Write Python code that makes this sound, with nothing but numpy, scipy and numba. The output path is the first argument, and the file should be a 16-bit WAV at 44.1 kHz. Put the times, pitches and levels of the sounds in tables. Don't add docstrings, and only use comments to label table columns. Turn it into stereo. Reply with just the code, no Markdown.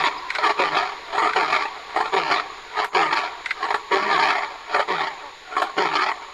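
import sys
import numpy as np
from scipy import signal
from scipy.fft import rfft, irfft, next_fast_len
from scipy.io import wavfile
from scipy.ndimage import uniform_filter1d, minimum_filter1d
from numba import njit

SR = 44100
rng = np.random.default_rng(int(sys.argv[2]) if len(sys.argv) > 2 else 0)


def store_pcm(level_fs):
    pcm = np.round(np.clip(level_fs, -1, 1) * 32767).astype(np.int16)
    wavfile.write(sys.argv[1], SR, np.atleast_2d(pcm).T)


N = 279153
T = np.arange(N) / SR

# pitch_hz, level_db
AIR_SPECTRUM = [(25, 1), (100, -10.5), (250, -13.5), (420, -0.5), (550, -0.5), (1100, -17), (1500, 0),
                (2000, 3.5), (2900, -4), (4000, 0), (5600, -15.5), (8000, -39), (14000, -30)]
# pitch_hz, level_db
WALL_COLOUR = [(400, 6), (700, -9), (1100, 11), (1500, -44), (7000, -28)]
# pitch_hz, cut_db
LEFT_LEAD = [(60, 8), (160, 10), (370, 14.5), (670, 18.5), (1230, 24), (2240, 19), (4110, 22.5),
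             (7500, 5.5), (12000, 5)]
# time_s, pitch_hz, level_db
MOAN = [(5.21, 306.5, -50), (5.24, 291, -35), (5.28, 283, -40), (5.32, 222, -54), (5.45, 186, -66)]
# start_s, level_db
CLICKS = [(0.303, -3.5), (0.35, -5), (0.357, -10), (1.333, -7), (3.459, -5), (3.507, -4.5), (3.512, -16)]
# pitch_hz, width_hz, level_db
CLICK_MODES = [(1586, 400, -0.5), (2000, 490, 1), (3630, 990, -11.5)]
# start_s, level_db
SNAPS = [(2.845, -20.5), (3.745, -24), (5.62, -20)]
# start_s, length_s, start_level_db, end_level_db, release_s, mouth_brightness_db
GASPS = [(0.427, 0.081, -17, -17, 0.073, -4), (1.16, 0.14, -18.5, -20, 0.075, -6.5),
         (1.964, 0.1, -22, -25, 0.1, -7), (2.781, 0.07, -20, -22.5, 0.047, -4.5),
         (3.633, 0.13, -21.5, -27.5, 0.087, -4.5), (4.743, 0.069, -19, -20.5, 0.086, -5),
         (5.567, 0.06, -23, -22, 0.17, -8.5)]
# start_s, first_level_db, first_hold_s,
# chest_db, top_pitch_hz, top_after_s, sag_db, second_after_s, second_hold_s, second_level_db,
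# extra_brightness_db, easing_s
ROARS = [(-0.14, -19, 0.05, -10, 185, 0.0082, -27, 0.16, 0.054, -20, 2.5, 0.0052),
         (0.593, -17, 0.048, -7.5, 188.9, 0.011, -27, 0.14, 0.053, -20, 1.5, 0.11),
         (1.365, -19, 0.064, -11, 187.9, 0.011, -25, 0.16, 0.044, -20.5, 3.5, 0.12),
         (2.14, -20, 0.066, -5, 199.6, 0.01, -26, 0.15, 0.061, -20, 2, 0.06),
         (2.954, -17, 0.073, -6.5, 187.1, 0.01, -26, 0.17, 0.041, -20, 3, 0.11),
         (3.918, -17.5, 0.049, -6, 211.1, 0.165, -23, 0.19, 0.2, -19, 3, 0.165),
         (4.897, -19.5, 0.023, -6, 195.1, 0.0095, -29, 0.12, 0.05, -22, 2.5, 0.017),
         (5.781, -20.5, 0.076, -2.5, 191.1, 0.022, -25, 0.18, 0.051, -20, 2, 0.11)]
# start_s, level_db
FLAPS = [(0.038, -0.5), (0.058, -7), (0.385, -12.5), (0.432, -16), (0.593, -4), (0.769, -11), (1.18, -3),
         (1.361, -7), (1.525, -9), (1.961, -12.5), (2.003, -12), (2.164, -4), (2.312, -5), (2.949, -10.5),
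         (3.126, -11), (3.705, -12), (3.743, -4), (4.19, -10), (4.744, -10), (4.794, -9), (5.566, -11),
         (5.619, -5), (5.779, -10), (5.954, -9), (6.035, -18.5), (6.087, -15.5)]
# pitch_hz, width_hz, level_db
CHEST = [(336.4, 74, -8.5), (416.7, 46, 4.5)]
THROAT = [(630.7, 45, -8.5), (778.8, 104, -0.5), (937.5, 100, 1), (1194.5, 88, 1.5), (1352, 244, -3)]
MOUTH = [(1978, 413, 2.5), (2423, 640, -0.5), (3458, 1080, -7.5), (4337, 1030, -11), (4830, 163, -15)]

AIR_DB, AIR_FADE_DB_PER_S = -40, 0.7
AIR_DIP_DB, AIR_DIP_AT_S, AIR_DIP_S = -13, 2.91, 0.028
GASP_ATTACK_S, INTAKE_DB, INTAKE_S = 0.024, -10, 0.16
ROAR_ATTACK_S, SAG_DB_PER_S, SWELL_DB_PER_S, EASE_DB_PER_S = 0.042, 152, 167, 78
RELEASE_DB_PER_S, OUTFLOW_DB, OUTFLOW_DB_PER_S, QUIET_DB = 445, -33.5, 51, -54
BREAK_S = 0.042
CHEST_REST_DB, CHEST_GASP_DB, CHEST_SETTLE_S = -15.5, -12.5, 0.044
MOUTH_REST_DB, MOUTH_DB_PER_HZ, MOUTH_WIDE_S = -4, 0.0377, 0.068
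SHUT_DB = -4.5
TOP_HZ = 14300


def undb(db):
    return 10 ** (np.asarray(db) / 20)


def unit(x):
    return x / np.sqrt(np.mean(x ** 2))


def curves(table):
    s, *columns = np.transpose(table)
    return [np.interp(T, s, column) for column in columns]


def since(s):
    return np.maximum(T - s, 0)


def until(s):
    return np.maximum(s - T, 0)


def bump(at_s, width_s):
    return np.exp(-((T - at_s) / width_s) ** 2)


def strokes(table, decay_s, hold_s):
    out = np.zeros(N)
    shape = np.exp(-np.maximum(T[:SR // 10] - hold_s, 0) / decay_s)
    for s, db in table:
        i = int(s * SR)
        out[i:i + len(shape)] += undb(db) * shape[:N - i]
    return out


def noise():
    return rng.standard_normal(N)


def walk(rate):
    return 1.2 * np.interp(T * rate, np.arange(4096), rng.standard_normal(4096))


def steady(x, size=1500):
    power = np.abs(uniform_filter1d(x ** 2, size))
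    return x / np.sqrt(power + 1e-12)


def colour(x, points, lag_s=0):
    n = next_fast_len(N + SR // 10)
    f = np.arange(n // 2 + 1) * SR / n
    hz, db = np.transpose(points)
    gain = undb(np.interp(np.log(f + 1), np.log(hz), db))
    delay = np.exp(-2j * np.pi * f * lag_s)
    return irfft(rfft(x, n) * gain * delay, n)[:N]


@njit
def svf(x, hz, width):
    y, b, l = np.empty(len(x)), 0., 0.
    for i in range(len(x)):
        g, k = np.tan(np.pi * hz[i] / SR), width / hz[i]
        v = (b + g * (x[i] - l)) / (1 + g * (g + k))
        b, l, y[i] = 2 * v - b, l + 2 * g * v, k * v
    return y


def resonate(x, modes, stretch=1, wander=0, flicker_db=0):
    out = 0
    for hz, width, db in modes:
        centre = hz * stretch * (1 + wander * walk(24))
        level = undb(db + flicker_db * walk(30))
        once = svf(x, centre, 1. * width)
        out = out + level * svf(once, centre, 1. 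* width)
    return out


def cycles(hz, scatter_db):
    turns = np.cumsum(hz) / SR
    size = undb(scatter_db * rng.standard_normal(4096))[turns.astype(int)]
    wraps = np.diff(np.floor(turns), prepend=0)
    return unit(wraps * size), turns % 1


def echoes(x, t60_s, buildup_s):
    age = T[:SR]
    fade = undb(-60 * age / t60_s)
    tail = rng.standard_normal(SR) * fade * np.minimum(age / buildup_s, 1) ** 2
    return signal.fftconvolve(x, tail / np.linalg.norm(tail))[:N]


def air():
    level_db = AIR_DB - AIR_FADE_DB_PER_S * T + AIR_DIP_DB * bump(AIR_DIP_AT_S, AIR_DIP_S)
    return unit(colour(noise(), AIR_SPECTRUM)) * undb(level_db + 0.14 * walk(2.96))


def hiss(roar, hiss_db=-55, ring_db=-27.0, spray_db=-37):
    band = colour(noise(), [(5900, -25), (6600, 0), (7150, 0), (7600, -30), (10200, -19), (14000, -32)])
    blast = np.abs(uniform_filter1d(roar ** 2, 900)) ** 0.59
    spray = undb(spray_db) * blast * unit(resonate(noise(), [(9800, 2000, 0)]))
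    ring = undb(ring_db) * blast * unit(resonate(noise(), [(6810, 240, 0)]))
    return undb(hiss_db + walk(11.0)) * unit(band) + ring + spray


def walls(x):
    return colour(echoes(x, t60_s=1.26, buildup_s=0.052), WALL_COLOUR)


def moan():
    pitch, level_db = curves(MOAN)
    folds, _ = cycles(pitch, scatter_db=2)
    tone = colour(folds, [(220, -7), (600, 8), (900, 14.0), (1200, 9), (4000, -50)])
    sounding = (T > MOAN[0][0]) * (T < MOAN[-1][0])
    return unit(tone) * undb(level_db) * sounding


def chirp(chirp_hz=4950, chirp_db=-38):
    age = (T - .185) / .008
    hz = chirp_hz * (1 - np.tanh(age) / 20)
    return undb(chirp_db) * np.exp(-age ** 2) * np.sin(2 * np.pi * np.cumsum(hz) / SR)


def clicks(soft_db=-18, soft_s=0.02):
    soft = sum(undb(db + soft_db) * bump(s, soft_s) for s, db in CLICKS)
    burst = strokes(CLICKS, decay_s=0.0048, hold_s=0.0009)
    return undb(2.5) * resonate(noise() * (burst + soft), CLICK_MODES)


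def snaps():
    crack = noise() * strokes(SNAPS, decay_s=0.0035, hold_s=0)
    return colour(crack, [(200, -43), (1300, 21), (4000, -1), (8000, -13)])


def second_push(row):
    start, *_, after_s, held_s, _, _, easing_s = row
    swell = start + after_s
    ease = swell + held_s
    return swell, ease, ease + easing_s


def effort():
    parts = [np.full(N, QUIET_DB)]
    for start, length_s, first_db, last_db, release_s, _ in GASPS:
        onset, end = start - GASP_ATTACK_S, start + length_s
        times = [onset - INTAKE_S, onset, start, end, end + release_s]
        levels = [QUIET_DB, first_db + INTAKE_DB, first_db, last_db, QUIET_DB]
        parts.append(np.interp(T, times, levels))
    for row in ROARS:
        start, first_db, held_s, _, _, _, sag_db, _, _, second_db, _, _ = row
        swell, ease, end = second_push(row)
        first = first_db - SAG_DB_PER_S * since(start + held_s)
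        second = np.maximum(sag_db, second_db - SWELL_DB_PER_S * until(swell))
        second = second - EASE_DB_PER_S * since(ease) - RELEASE_DB_PER_S * since(end)
        outflow = OUTFLOW_DB - OUTFLOW_DB_PER_S * since(end)
        attack = (QUIET_DB - first_db) * until(start) / ROAR_ATTACK_S
        parts.append(np.max([first, second, outflow], axis=0) + attack)
    return np.max(parts, axis=0)


def roar_shape(rest_hz=153, rise_s=.03, fall_s=.05, fade_s=0.021, climb_hz_per_s=130, waver=0.01):
    pitch, gate, progress = np.full(N, 1. * rest_hz), np.zeros(N), np.zeros(N)
    for row in ROARS:
        start, _, _, _, top_hz, high_s, *_ = row
        _, ease, _ = second_push(row)
        top, end = start + high_s, ease - BREAK_S
        lift = top_hz - rest_hz - climb_hz_per_s * until(top)
        pitch += lift * np.exp(-(until(start) / rise_s) ** 2 - (since(top) / fall_s) ** 2)
        gate += np.interp(T, [start - fade_s, start, end, end + 2 * fade_s], [0, 1, 1, 0])
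        progress += np.interp(T, [start - fade_s, start, end, end + 10 * fade_s], [0, 0, 1, 0])
    return pitch * (1 + waver * walk(28)), gate, progress


def throat_shape(pitch, glide_s=0.18):
    low_db = np.full(N, 1. * CHEST_REST_DB)
    bright_db = MOUTH_REST_DB + MOUTH_DB_PER_HZ * (pitch - pitch.min())
    for start, length_s, *_, mouth_db in GASPS:
        end = start + length_s
        gasping = np.interp(T, [start - 2 * glide_s, start, end, end + glide_s], [0, 1, 1, 0])
        low_db += (CHEST_GASP_DB - CHEST_REST_DB) * gasping
        bright_db += (mouth_db - MOUTH_REST_DB) * gasping
    for row in ROARS:
        start, _, _, chest_db, _, high_s, *_, wide_db, _ = row
        swell, ease, _ = second_push(row)
        boom = np.exp(-since(start + high_s) / CHEST_SETTLE_S - 2 * until(start) / ROAR_ATTACK_S)
        low_db += (chest_db - CHEST_REST_DB) * boom
        bright_db += wide_db * bump(ease, MOUTH_WIDE_S + (ease - swell) / 2)
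    return low_db, bright_db


def lion(jitter=.016, voice_db=2, tiring_db=-9, flutter_hz=50, flutter_db=6, wander=0.042, sag=0.1,
         flicker_db=3.5, chest_db=0, throat_db=1.0, mouth_db=-1, husk_db=-10, hum_db=-51, flap_db=-10,
         flow_db=-2.5, shut_s=0.0093, overtones_db=-5):
    level_db = effort()
    pitch, gate, progress = roar_shape()
    low_db, bright_db = throat_shape(pitch)
    folds, phase = cycles(pitch * (1 + jitter * walk(170)), scatter_db=6)
    voicing = gate * undb(tiring_db * progress)
    rush = unit(noise() * (1 + gate * (1 - phase)))
    source = steady(rush) + undb(voice_db) * voicing * folds

    chest = resonate(source, CHEST, 1.02 - sag * progress, wander / 2, flicker_db / 2)
    chest = undb(chest_db + low_db) * steady(chest)
    throat = resonate(source, THROAT, 0.98, wander, flicker_db)
    throat = undb(throat_db) * steady(throat, size=500)
    mouth = resonate(source, MOUTH, 0.9097, wander, flicker_db / 2)
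    mouth = undb(mouth_db + bright_db) * steady(mouth, size=700)
    husk = colour(source, [(130, -94), (320, -0.5), (700, 1.0), (1600, 4.0),
                           (5000, -14), (8000, -18), (14000, -37)])
    husk = undb(husk_db) * steady(husk)

    _, flap_phase = cycles(flutter_hz * np.exp(.4 * walk(40)), scatter_db=0)
    chop_db = flutter_db * (.5 - flap_phase) * (1.5 - 0.7 * voicing)
    rattle = undb(chop_db + 2 * walk(70))
    shut = sum((T > s - shut_s) & (T < s) for s, _ in FLAPS)
    flow = undb(flow_db + level_db + SHUT_DB * shut) * rattle
    flow = flow + undb(flap_db) * strokes(FLAPS, decay_s=0.005, hold_s=0.0046)

    carry = (pitch / pitch.min()) ** 2
    fundamental = undb(hum_db + 3.8 * walk(45)) * carry * gate * np.sin(2 * np.pi * phase)
    overtones = sum(np.sin(2 * np.pi * k * phase + k * k) * 2 / k for k in range(2, 7))
    tone = undb(overtones_db + level_db + low_db / 2) * voicing * overtones
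    return uniform_filter1d(flow, 90) * (chest + throat + mouth + husk) + fundamental + tone


def scene(wet_db=-19, lag_s=0.000391, scatter_db=-7, diffuse_db=5):
    roar = lion() + snaps()
    direct = roar + clicks() + moan() + chirp()
    left = direct + undb(wet_db) * walls(direct) + air()
    nearby = colour(echoes(direct, t60_s=0.15, buildup_s=0.004), [(400, -1), (1200, 1.5), (4000, 9)])
    nearby = undb(scatter_db) * nearby
    diffuse = undb(diffuse_db) * (undb(wet_db) * walls(direct) + air())
    right = colour(direct + nearby + diffuse, [(hz, -db) for hz, db in LEFT_LEAD], lag_s)
    return undb(5.5) * np.array([left, right]) + np.array([hiss(roar), hiss(roar)])


def record(dry):
    soft = signal.sosfilt(signal.butter(4, 11500, fs=SR, output="sos"), dry)
    headroom = .88 / np.maximum(np.abs(soft).max(axis=0), .88)
    gain = uniform_filter1d(minimum_filter1d(headroom, size=301), size=301)
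    top_cut = signal.ellip(10, .2, 80, TOP_HZ, fs=SR, output="sos")
    return signal.sosfilt(top_cut, soft * gain)


dry = scene()
out = record(dry)
store_pcm(out)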